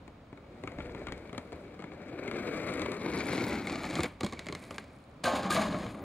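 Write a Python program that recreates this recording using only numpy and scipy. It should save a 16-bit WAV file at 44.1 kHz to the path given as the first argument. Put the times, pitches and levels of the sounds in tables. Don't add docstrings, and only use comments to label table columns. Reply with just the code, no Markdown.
import sys
import numpy as np
from scipy import signal
from scipy.fft import rfft, irfft, next_fast_len
from scipy.io import wavfile
from scipy.ndimage import map_coordinates

SR = 44100
rng = np.random.default_rng(int(sys.argv[2]) if len(sys.argv) > 2 else 0)


def gain_from_decibels(decibels):
    exponent = np.asarray(decibels, float) / 20
    return 10 ** exponent


def transcribe(u):
    v = np.clip(np.atleast_2d(u).T, -1, 1)
    q = np.round(v * 32767).astype(np.int16)
    wavfile.write(sys.argv[1], SR, q)


N = 266348
SIZE = next_fast_len(N + 8192)
TIME_S = np.arange(N) / SR


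def rms_one(x):
    return x / np.sqrt(np.mean(x ** 2) + 1e-20)


def column(values):
    return np.reshape(values, (-1, 1))


def in_time(*tables):
    s, *curves = np.concatenate(tables).T
    return np.array([np.interp(TIME_S, s, curve) for curve in curves])


def at_hz(points):
    hz, value = np.transpose(points)
    grid_hz = np.maximum(np.fft.rfftfreq(SIZE, 1 / SR), 1)
    return np.interp(np.log(grid_hz), np.log(hz), value)


def bell(s, half_s):
    return np.exp(-((TIME_S - s) / half_s) ** 2)


def filtered(x, order, hz, kind):
    return signal.sosfilt(signal.butter(order, hz, kind, fs=SR, output="sos"), x)


def filtered_in_phase(x, order, hz, kind):
    return signal.sosfiltfilt(signal.butter(order, hz, kind, fs=SR, output="sos"), x)


# (frequency [Hz], width [Hz], boost [dB])
HOUSING = [(580, 166, 3), (1200, 440, 4), (2302, 320, 5), (3990, 2440, 7), (6030, 640, -3.5),
           (6690, 2200, 6), (8860, 910, 4.5), (11760, 230, -9)]


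def colour(x, spectrum):
    hz = np.fft.rfftfreq(SIZE, 1 / SR)
    housing_db = sum(boost / (1 + (2 * (hz - centre) / width) ** 2) for centre, width, boost in HOUSING)
    cepstrum = irfft(np.log(gain_from_decibels(at_hz(spectrum) + housing_db)), SIZE)
    cepstrum[1:SIZE // 2] *= 2
    cepstrum[SIZE // 2 + 1:] = 0
    return irfft(rfft(x, SIZE) * np.exp(rfft(cepstrum)), SIZE)[..., :N]


def split(x, edges_hz, spectrum):
    coloured = np.broadcast_to(colour(x, spectrum), (len(edges_hz) - 1, N))
    impulse = colour(np.eye(1, N)[0], spectrum)[:8192]
    bands = []
    for k, band in enumerate(coloured):
        edges = edges_hz[k:k + 2]
        gain = np.linalg.norm(filtered(impulse, 3, edges, "band"))
        bands.append(filtered(band, 3, edges, "band") / gain)
    return np.array(bands)


def drift(rate_hz):
    r = np.exp(-40 * np.pi * rate_hz / SR)
    slow = signal.lfilter([1], [1, -2 * r, r * r], rng.standard_normal(N // 20 + 2002))[2000:]
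    return np.interp(np.arange(N) / 20, np.arange(len(slow)), rms_one(slow))


def grains(per_s, spread_db):
    sizes = gain_from_decibels(spread_db * np.minimum(rng.exponential(1, N), 3.6)) * rng.choice([-1, 1], N)
    return rms_one(sizes * (rng.random(N) < per_s / SR))


# (time [s], roll level [dB], loose sand [dB])
ROLL_STREET = [(0, -104, 2), (.4, -72.5, -25), (.67, -61.5, 11), (.82, -55.5, 0), (1.13, -57, -4),
               (1.41, -63, 11), (1.61, -59.5, 7), (1.83, -63, -8), (2.22, -50, -55), (2.28, -48.5, -41),
               (2.46, -42.5, -3), (2.884, -44.5, 4), (3.128, -43.5, 7), (3.33, -40, 12), (3.562, -41.5, -2),
               (3.75, -45, 2), (3.92, -44.5, 6), (4.062, -41.5, 8)]
# (time [s], roll level [dB], loose sand [dB])
ROLL_WALK = [(4.075, -77, 22), (4.273, -68, -32), (4.395, -58, -8), (4.525, -66, 6), (4.65, -58.5, 5),
             (4.781, -60, 4.5), (4.887, -65.5, -4), (5.051, -84.5, 18), (5.23, -93, 5)]
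# (time [s], roll level [dB], loose sand [dB])
ROLL_AWAY = [
    (5.85, -61.5, 6),
    (5.926, -69, 14),
    (6.04, -64.5, -5),
]
STREET_LAYERS_DB = (5.5, -1.5, -6, -23.5)
WALK_LAYERS_DB = (1.5, 0, -6, -12.5)
AWAY_LAYERS_DB = (14, 2.5, -25, -11.5)
# (time [s], roar lost [dB], half length [s])
LIFTS = [
    (2.246, 0, .015),
    (2.99, 5.5, 0.031),
    (3.638, 4.5, 0.028),
    (3.792, -1.5, 0.015),
    (3.897, 1.5, 0.026),
]


def roll_layers():
    rumble_follows, grit_takes_sand, dull_db_per_sample = 0.77, 0.062, 1.3
    level, loose = in_time(ROLL_STREET, ROLL_WALK, ROLL_AWAY)
    level = level - sum(db * bell(s, half_s) for s, db, half_s in LIFTS)
    dull = dull_db_per_sample * in_time(PATH)[1]
    rumble = rumble_follows * (level + 44.5) - 45.0
    grit = level + grit_takes_sand * loose - dull
    fine = level + loose - dull
    surface = np.searchsorted([ROLL_WALK[0][0], ROLL_WALK[-1][0]], TIME_S)
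    layers_db = np.transpose([STREET_LAYERS_DB, WALK_LAYERS_DB, AWAY_LAYERS_DB])
    return [rumble, level, grit, fine] + layers_db[:, surface]


# (time [s], frequency [Hz])
GROUND = [
    (1.5, 534),
    (2.5, 478),
    (2.9, 393),
    (3.15, 320),
    (3.5, 294),
    (4.1, 225),
]


def ground_echo(x):
    dull = filtered_in_phase(x, 2, 1700, "low")
    delay = SR / 2 / in_time(GROUND)[0]
    return x - 0.37 * map_coordinates(dull, [np.arange(N) - delay], order=1)


# (frequency [Hz], density [dB/Hz])
WHEELS = [(35, -58), (60, -6.5), (286, 0), (985, -14), (1720, -13), (2230, -10.5), (2950, -23.5),
          (4090, -18), (5800, -24), (6670, -25), (10600, -21), (11900, -25), (15800, -36)]
EDGES_HZ = (50, 900, 3000, 8000, 19000)


def wheels():
    level = gain_from_decibels(roll_layers() + column([.3, 1.0, .1, .1]))
    lumps = drift(33.0)
    unsteady = [gain_from_decibels(1.26 * lumps + 0.49 * drift(66)) for _ in range(4)]
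    smooth = rng.standard_normal((4, N)) * unsteady
    grit = np.array([grains(per_s, 3.4) * gain_from_decibels(2.5 * lumps) for per_s in (400, 600, 600, 350)])
    grit_share = column([.1, .35, .6, .8])
    shake = np.sqrt(1 - grit_share) * rms_one(smooth) + np.sqrt(grit_share) * rms_one(grit)
    rumble, whirr, coarse, fine = level * split(shake, EDGES_HZ, WHEELS)
    return ground_echo(rumble + whirr) + coarse + fine


# (time [s], extra above 12 kHz [dB])
GRIT_FINENESS = [
    (.5, 1.5),
    (1.1, 6),
    (2.4, 7),
    (2.75, -10),
    (3.3, -15),
    (3.45, 21),
    (3.7, 12),
    (4.0, 0),
    (4.5, -5),
]


def fine_grit(x):
    finest = filtered_in_phase(x, 4, 12000, "high")
    return x + finest * (gain_from_decibels(in_time(GRIT_FINENESS)[0]) - 1)


def air():
    hiss = filtered(rng.standard_normal((2, N)), 4, 11500, "high")
    return gain_from_decibels(roll_layers()[1] - 25) * rms_one(hiss)


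# (time [s], strength [dB], weight [dB], hardness [dB])
KNOCKS_FAR = [(0.078, -42.5, 4.5, -8), (0.328, -43, 6, -13), (0.374, -42, 1, -13), (0.6366, -34.5, 8.5, -8),
              (0.6744, -27.5, -4, -13), (0.7185, -42.5, 7, -7), (0.7858, -34.5, 3.5, -16),
              (0.804, -33, -7, -27), (0.895, -39, -1, -26), (0.948, -35, 5, -13), (1.016, -47, 15, -8),
              (1.069, -29, 0.5, -9.5), (1.0846, -33, -7, -14), (1.1217, -29.5, -1, -4.5),
              (1.178, -49, -13, 2.5), (1.294, -40, -4, -27), (1.329, -36.5, 4.5, -8), (1.347, -36, -2, -17),
              (1.379, -31, 3.5, -2.5), (1.521, -41, 5.5, -7), (1.528, -40, 7, -5.5),
              (1.792, -39.5, 0.5, -10), (1.801, -41, 2, -11), (1.8222, -38.5, 5.5, -9),
              (1.8401, -35, -1, -12), (1.918, -40.5, 2, -26), (2.127, -40.5, 8, -24),
              (2.2776, -29.5, 0, -8), (2.3127, -30.5, -4, -8)]
# (time [s], strength [dB], weight [dB], sharpness [dB])
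KNOCKS_NEAR = [(2.739, -39, 5, -1.5), (2.795, -34.5, -1, -17), (2.818, -31, 10, -14),
               (2.8606, -34.5, 15, -19), (2.918, -34, -10, -12), (3.061, -39.5, 23, -6),
               (3.1, -40, 17, -13), (3.186, -39, -1, 3), (3.205, -33, 7, -18), (3.257, -45, 17, 0),
               (3.284, -35, -8, -4), (3.291, -49, 25, 5), (3.309, -51, 26, -8), (3.3496, -46, 14, 3),
               (3.379, -32, 12, -29), (3.4664, -42.5, 28, 9.5), (3.671, -34, 8, -15),
               (3.6964, -31.5, 8, -26), (3.7565, -33, 10, -17), (3.834, -38, 2, -20),
               (3.8414, -32.5, 11, -29), (3.852, -39, 0, -20), (3.908, -39, 0, -15), (3.93, -42, 24.5, -17),
               (3.9543, -26, -14, -32), (3.9924, -45, 35, -12), (4.0054, -27.5, -4, -17),
               (4.0333, -26, 5, 1), (4.042, -33.5, 13, -11), (4.055, -55, 26, -10)]
# (time [s], strength [dB], weight [dB], hardness [dB])
KNOCKS_WALK = [(4.2055, -42, 0, 1), (4.2082, -29, 3.5, 0), (4.2325, -28.5, 4.5, -2),
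               (4.2408, -42.5, 16.5, 4), (4.2464, -41, -2, 9), (4.2636, -33.5, -4, 3), (4.288, -56, 0, 4),
               (4.296, -58, 0, 8), (4.312, -57, 0, 3), (4.3244, -35.5, 1.5, 0), (4.333, -36.5, 5.5, -2),
               (4.3921, -31.5, -9, -0.5), (4.407, -54, 5, -9), (4.459, -44, -3, -1),
               (4.4675, -32.5, -1, -3), (4.486, -31, -3, -4), (4.498, -48.5, 16, -5),
               (4.5246, -32, 2.5, -2.5), (4.55, -30, -5.5, -2), (4.639, -48, -12, 2),
               (4.708, -31.5, 0.5, -5.5), (4.744, -47, -5, 2.5), (4.782, -26.5, -9, -5.5)]
# (time [s], strength [dB], weight [dB], hardness [dB])
STRIKES = [(5.241, -28, -1, 4), (5.257, -42, 11, 14), (5.268, -30, 2, -6), (5.335, -31, 3, -13),
           (5.354, -42, 3, 2), (5.431, -41, -6, 4), (5.501, -46, 2, 13), (5.5057, -40, 12, 16.5),
           (5.5142, -31, -1, 4), (5.525, -34, 3, 7), (5.547, -33, 2, 5), (5.564, -33, 7, -8),
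           (5.7438, -30.5, 5.5, -15), (5.787, -55, 2, 12), (5.822, -46, -11, -18), (5.864, -33.5, -4, -14),
           (5.947, -40.5, 3, -20)]
# (time [s], strength [dB], weight [dB], hardness [dB])
TICKS = [
    (4.841, -60, -6, 8),
    (4.8801, -66, 2, 6),
    (4.9869, -70, -2, 9),
    (5.0394, -66, 0, 10),
    (5.0927, -75, -4, 3),
    (5.1131, -69, 0, 8),
    (5.1396, -70, -3, 8),
    (5.177, -81, 0, 6),
    (5.2024, -73, 0, 6),
]
# (frequency [Hz], density [dB/Hz])
KNOCK_COLOUR = [(41, -37), (70, 0), (261, 5.5), (1430, -15.5), (2200, -11.5), (2580, -19.5), (4340, -18),
                (5570, -25), (6830, -23), (11000, -26.5), (12500, -31), (15800, -36)]
KNOCK_DECAY_S = (.006, .0017, .0008, .0005)
SNAP_DB = (17.3, 12.5, 7.4, 1.8)


def knocks():
    tick_db, tick_follows_hardness, knock_takes_weight = -8, 1.44, 0.31
    near_parts_db = column([-9, -2, -1, 1])
    shudder_db, shudder_s = column([-20.5, -22.5, -34.5, -42]), 0.04

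    s, db, weight, hard = np.transpose(KNOCKS_FAR + KNOCKS_WALK + STRIKES + TICKS)
    parts_db = [db + weight, db, db + hard, db + tick_db + tick_follows_hardness * hard]
    near_s, db, weight, sharp = np.transpose(KNOCKS_NEAR)
    near_db = np.array([db + weight, db + 4 + knock_takes_weight * weight, db, db + sharp]) + near_parts_db

    clicks = np.zeros((4, N))
    at = np.round(np.r_[s, near_s] * SR).astype(int) - 50
    clicks[:, at] = gain_from_decibels(np.c_[parts_db, near_db] + column([-5, -3, 2, 2]))

    swell = np.exp(-1 / (.0012 * SR))
    puffs = []
    for click, decay_s in zip(clicks, KNOCK_DECAY_S):
        poles = np.poly([swell, swell, np.exp(-1 / (decay_s * SR))])
        puffs.append(signal.lfilter([(1 - swell) ** 2], poles, click + 1e-18))
    poles = np.poly([swell, np.exp(-1 / (shudder_s * SR))])
    shudder = gain_from_decibels(shudder_db) * signal.lfilter([1 - swell], poles, clicks + 1e-18)
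    snaps = gain_from_decibels(column(SNAP_DB)) * np.roll(clicks, shift=70, axis=1)
    noise = (puffs + shudder) * rng.choice([-1, 1], (4, N))
    return split(noise - snaps, EDGES_HZ, KNOCK_COLOUR).sum(axis=0)


# (time [s], peak [dB])
SAND = [(2.3128, -56), (2.5298, -52), (2.5707, -46), (2.5977, -52), (2.6645, -51), (2.7363, -43),
        (2.7543, -49), (2.7757, -51), (2.7952, -49), (2.8172, -45), (2.8635, -47), (2.9183, -42),
        (3.0322, -48), (3.0601, -49), (3.087, -51), (3.099, -47), (3.1414, -45), (3.1599, -40),
        (3.1858, -44), (3.205, -38), (3.2357, -46), (3.2572, -38), (3.2691, -36), (3.2906, -37),
        (3.333, -33), (3.3499, -38), (3.4632, -51), (3.4657, -44), (3.4921, -41), (3.6602, -46),
        (3.6697, -46), (3.67, -41), (3.6872, -46), (3.7246, -48), (3.7595, -47), (3.8314, -46),
        (3.8967, -51), (3.8967, -45), (3.9396, -56), (3.9396, -41), (3.992, -48), (3.992, -38),
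        (4.0035, -38), (4.0319, -32),
        (3.0868, -53), (3.0993, -50), (3.1098, -50), (3.1432, -47), (3.1487, -47), (3.1601, -46),
              (3.1856, -44), (3.1926, -45), (3.204, -44), (3.236, -50), (3.24, -49), (3.2574, -39),
              (3.2694, -41), (3.2749, -42), (3.2909, -35), (3.3078, -43), (3.3328, -57), (3.3328, -39),
              (3.3497, -39), (3.4011, -45)]


def sand():
    decay_s = 0.00047
    s, db = np.transpose(SAND)
    clicks = np.zeros(N)
    clicks[np.round(s * SR).astype(int)] = gain_from_decibels(db + 6.5)
    puffs = signal.lfilter([1], [1, -np.exp(-1 / (decay_s * SR))], clicks + 1e-18)
    return filtered(puffs * rng.choice([-1, 1], N), 3, (7500, 11400), "band")


# (time [s], force [dB], bite [dB])
SLIDE = [
    (5.228, -74, -19),
    (5.232, -61, 2),
    (5.239, -28, 4.5),
    (5.276, -24.5, 1.5),
    (5.286, -29.5, 2),
    (5.348, -28.5, -1),
    (5.358, -30.5, 4),
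    (5.42, -34, -0.5),
    (5.49, -32.5, -3),
]
# (time [s], force [dB], bite [dB])
LANDING = [
    (5.499, -34, -1),
    (5.509, -30, 7),
    (5.543, -33, 8),
    (5.565, -26.5, 2.5),
    (5.676, -35, 0.5),
    (5.753, -35.5, -1.5),
    (5.861, -42, -0.5),
    (5.921, -49.5, 1.5),
    (6.04, -48, -10.5),
]


def grind_layers():
    boom_lag_s = 0.086
    force, bite = in_time(SLIDE, LANDING)
    keep = np.exp(-1 / (boom_lag_s * SR))
    boom = gain_from_decibels(-5) * np.sqrt(signal.lfilter([1 - keep], [1, -keep], gain_from_decibels(2 * force)))
    return np.array([boom, gain_from_decibels(force), gain_from_decibels(force - 9 + bite), gain_from_decibels(force - 23.5 + 2.4 * bite)])


# (frequency [Hz], width [Hz], level [dB])
GATE = [(197, 20, -1.5), (420, 9.9, -21.5), (534, 4.2, -11), (637, 14, -11), (642, 51, -2.5),
        (598, 4.6, -10), (719, 11, -5), (796, 5.4, -7), (940, 9, -15), (282.4, 21, -6.5), (868, 4.5, -15),
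        (1027, 9.2, -16), (1073, 4.3, -7.5), (1213, 71, -7.5), (1586, 23, -17), (1680, 20, -19),
        (3550, 20, -9), (4300, 25, -24), (4745, 12, -23), (6436, 12, -28)]
# (frequency [Hz], density [dB/Hz])
GRIND_COLOUR = [(47, -59), (80, -12.5), (145, -20), (212, -5), (376, -15.5), (640, -11), (911, -10),
                (1210, -9.5), (1360, -18.5), (1620, -11), (1930, -19.5), (4900, -27.5), (5700, -35),
                (6700, -29), (7900, -38), (8890, -34), (15800, -46.5)]
GATE_EDGES_HZ = (50, 450, 2000, 8000, 19000)


def gate():
    start = round(SLIDE[0][0] * SR)
    chatter = 0.39 * grains(2500, 2.4) + 0.65 * rng.standard_normal(N)
    rung = np.zeros(N)
    for hz, width_hz, db in GATE:
        r, angle = np.exp(-np.pi * width_hz / SR), 2 * np.pi * hz / SR
        drive = rng.standard_normal(N - start) * gain_from_decibels(db + 2.0 * drift(8.6)[start:])
        gain = np.sqrt(1 - r * r) * np.sin(angle)
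        rung[start:] += signal.lfilter([gain], [1, -2 * r * np.cos(angle), r * r], drive)
    scrape = split(chatter * gain_from_decibels(2.0 * drift(21)), GATE_EDGES_HZ, GRIND_COLOUR)
    tube = split(rung, GATE_EDGES_HZ, [(50, 0), (16000, 0)])
    both = scrape * gain_from_decibels(column([-4, -4.5, -1, -1.5])) + tube * gain_from_decibels(column([-19, -18, -30, -60]))
    level = grind_layers() * (np.arange(N) >= start)
    return (level * both).sum(axis=0)


# (time [s], frequency [Hz], level [dB], t60 [s])
CLANGS = [(1.071, 1400, -38, 0.048), (3.987, 1200, -25.5, 0.052), (4.243, 207, -23, 0.067),
          (5.245, 529, -33.5, 1.3), (5.245, 802, -40, 2.1), (5.250, 1229, -28, 0.23),
          (5.255, 1556, -28, 0.23), (5.27, 868, -36, 0.61), (5.275, 690, -19, 0.037),
          (5.272, 700, -32, 0.32), (5.33, 590, -40, 0.2), (5.454, 1100, -32, 0.16), (5.49, 640, -41, 0.14),
          (5.35, 197, -36, .2), (5.44, 190, -33, 0.47), (5.30, 1100, -35, 0.44), (5.55, 1900, -41, .08),
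          (5.503, 1213, -22.5, 0.15), (5.518, 1614, -24, 0.07), (5.552, 650, -30, 0.08),
          (5.572, 645, -23, 0.2), (5.592, 1650, -32, .04), (5.55, 220, -32, 0.47), (5.72, 215, -32, 0.28),
          (4.267, 2250, -37, 0.036), (4.37, 2230, -42, 0.057), (5.334, 720, -21, .04),
          (5.455, 193, -31, 0.093), (5.56, 598, -35.5, 1.05), (5.58, 1680, -39, 0.42),
          (5.68, 282, -37.5, 0.6), (5.592, 214.5, -26.5, 0.43), (5.561, 1180, -27.5, 0.2),
          (5.768, 1100, -32.5, 0.071), (5.859, 112, -34, 0.15), (5.946, 1110, -32, 0.034)]
# (time [s], peak [dB], frequency [Hz])
FRAME_RINGS = [(0.6374, -45, 1140), (0.6749, -30, 1244), (0.9477, -36, 1190), (1.07, -30, 2200),
               (1.0834, -28, 1190), (1.3299, -41, 1140), (1.3793, -30.5, 1230), (1.7918, -39, 1200),
               (1.8392, -36, 1350), (2.2782, -27, 2120), (2.8174, -26, 1110), (2.9193, -36, 1150),
               (3.0614, -32, 2200), (3.2066, -20, 2270), (3.6716, -20, 2170), (3.8422, -32, 2220),
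               (4.0327, -23, 2200), (4.0554, -23, 2230), (4.2095, -26, 1147), (4.2318, -28, 1200),
               (4.2464, -32, 3360), (4.2632, -31, 1030), (4.3255, -28, 1110), (4.3334, -41, 2130),
               (4.3935, -33, 2010), (4.4672, -34, 2080), (4.4867, -27, 2130), (4.5251, -28, 1116),
               (4.5506, -26.5, 2100), (4.7093, -31.5, 1145), (4.7835, -28, 1580), (5.239, -23, 1200),
               (5.4294, -32, 1100), (5.9464, -32, 1060)]


def clangs():
    frame_db, frame_t60_s = -2.5, 0.026
    frame = [(s - .001, hz, db + frame_db, frame_t60_s) for s, db, hz in FRAME_RINGS]
    out = np.zeros(N)
    for s, hz, db, t60 in CLANGS + frame:
        t = np.arange(round(min(t60, 1) * SR)) / SR
        modes = np.sin(2 * np.pi * hz * t) + 0.083 * np.sin(2 * np.pi * hz * 0.85 * t)
        ring = gain_from_decibels(db - 60 * t / t60) * (1 - np.exp(-t / 0.0014)) * modes
        i = round(s * SR)
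        out[i:i + len(t)] += ring[:N - i]
    return out


# (time [s], frequency [Hz], half width [Hz], half length [s], level [dB])
SQUEAK = (6.027, 15000, 800, .009, -62)


def squeak():
    s, hz, width_hz, half_s, db = SQUEAK
    noise = filtered(rng.standard_normal(N), 2, [hz - width_hz, hz + width_hz], "band")
    return gain_from_decibels(db) * bell(s, half_s) * rms_one(noise)


# (time [s], left minus right [dB], left lead [samples])
PATH = [
    (0, 7, 5),
    (.6, 4.5, 4.87),
    (2.3, 6.5, 4.2),
    (2.9, 6.5, 4.1),
    (3.25, 6, 2.19),
    (3.9, 2.5, 0.84),
    (4.3, 0, 0.09),
    (5.2, 0, 0.18),
    (6.04, 2.5, 0.16),
]


def placed(x):
    pan_db, lead = in_time(PATH)
    middle = filtered_in_phase(x, 1, [350, 5000], "band")
    left = x + middle * (gain_from_decibels(pan_db / 2) - 1)
    right = x + middle * (gain_from_decibels(-pan_db / 2) - 1)
    treble = filtered_in_phase(right, 1, 1500, "high")
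    sway = 0.3 * drift(31)
    late = map_coordinates(treble, [np.arange(N) - np.maximum(lead, 0) - sway], order=3)
    return np.array([left, right - treble + late])


# (frequency [Hz], likeness [0-1])
LIKENESS = [(60, 1), (220, 1), (450, 0.86), (1000, 0.47), (2000, 0.6), (4500, 0.091), (9000, 0.81),
            (15000, .02)]


def diffuse(pair):
    alike = np.clip(at_hz(LIKENESS), 0, 1)
    middle = np.sqrt((1 + alike) / 2) * pair[0]
    side = np.sqrt((1 - alike) / 2) * pair[1]
    return irfft(middle + side * [[1], [-1]], SIZE)[:, :N]


# (frequency [Hz], level [dB])
YARD = [(100, -15.5), (500, -9), (1000, -10), (3000, -17), (6000, -19), (15000, -18)]


def echoes(x):
    t60_s, rise_s = .07, 0.0037
    t, hop = np.arange(SR // 10) / SR, SR // 8
    washes = rng.standard_normal((2, 5, len(t))) * gain_from_decibels(-60 * t / t60_s) * (1 - np.exp(-t / rise_s))
    washes = washes / np.linalg.norm(washes[0, 0])
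    padded = np.pad(x, (hop, 2 * hop))
    fade = np.hanning(2 * hop) ** .75
    out = np.zeros((2, N + SR))
    for k, i in enumerate(range(0, N + hop, hop)):
        piece = fade * padded[None, i:i + 2 * hop]
        wet = signal.fftconvolve(piece, washes[:, k * 2 % 5], axes=1)
        out[:, i:i + wet.shape[1]] += wet
    return diffuse(rfft(out[:, hop:hop + N], SIZE) * gain_from_decibels(at_hz(YARD)))


# (frequency [Hz], density [dB/Hz])
STREET = [(15, -31), (25, -5.5), (76, 5), (291, 1), (352, -7), (604, -7), (2030, -21), (8730, -45),
          (12500, -43), (15800, -58)]


def street():
    noise = colour(rng.standard_normal((2, N)), STREET)
    swell = gain_from_decibels(.8 * drift(1.5))
    return gain_from_decibels(-53) * swell * rms_one(diffuse(rfft(noise, SIZE)))


# (time [s], level [dB])
GUSTS = [
    (0.771, -28.5),
    (1.09, -38),
    (2.3, -42),
    (2.72, -42),
    (3.4, -59),
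    (3.72, -38),
    (4.23, -40),
    (5.248, -58),
    (5.54, -34),
    (5.9, -50),
]


def wind():
    calm_db, rise_s, fall_s, side_db = -83, 0.01, 0.18, -30
    level = gain_from_decibels(calm_db)
    for s, db in GUSTS:
        age = np.where(TIME_S < s, (s - TIME_S) / rise_s, (TIME_S - s) / fall_s)
        level = level + gain_from_decibels(db) * np.exp(-age)
    side = gain_from_decibels(side_db) * rng.standard_normal(N) * [[1], [-1]]
    pressure = filtered(rng.standard_normal(N) + side, 2, [32, 85], "band")
    return gain_from_decibels(-15.5) * level * rms_one(pressure)


def whine():
    hz, width_hz = 15700, 25
    return gain_from_decibels(-95) * rms_one(filtered(rng.standard_normal(N), 2, [hz - width_hz, hz + width_hz], "band"))


def scene():
    skater = fine_grit(wheels()) + knocks() + sand() + gate() + clangs() + squeak()
    return placed(skater) + echoes(skater) + air() + street() + wind() + whine()


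def band_limit(x):
    return signal.sosfilt(signal.butter(12, 15950, fs=SR, output="sos"), x)


def record(dry):
    hiss = gain_from_decibels(-97) * rng.standard_normal((2, N))
    top_cut = signal.cheby2(24, 60, 15950, fs=SR, output="sos")
    return band_limit(signal.sosfilt(top_cut, dry + hiss))


dry = scene()
out = record(dry)
transcribe(out)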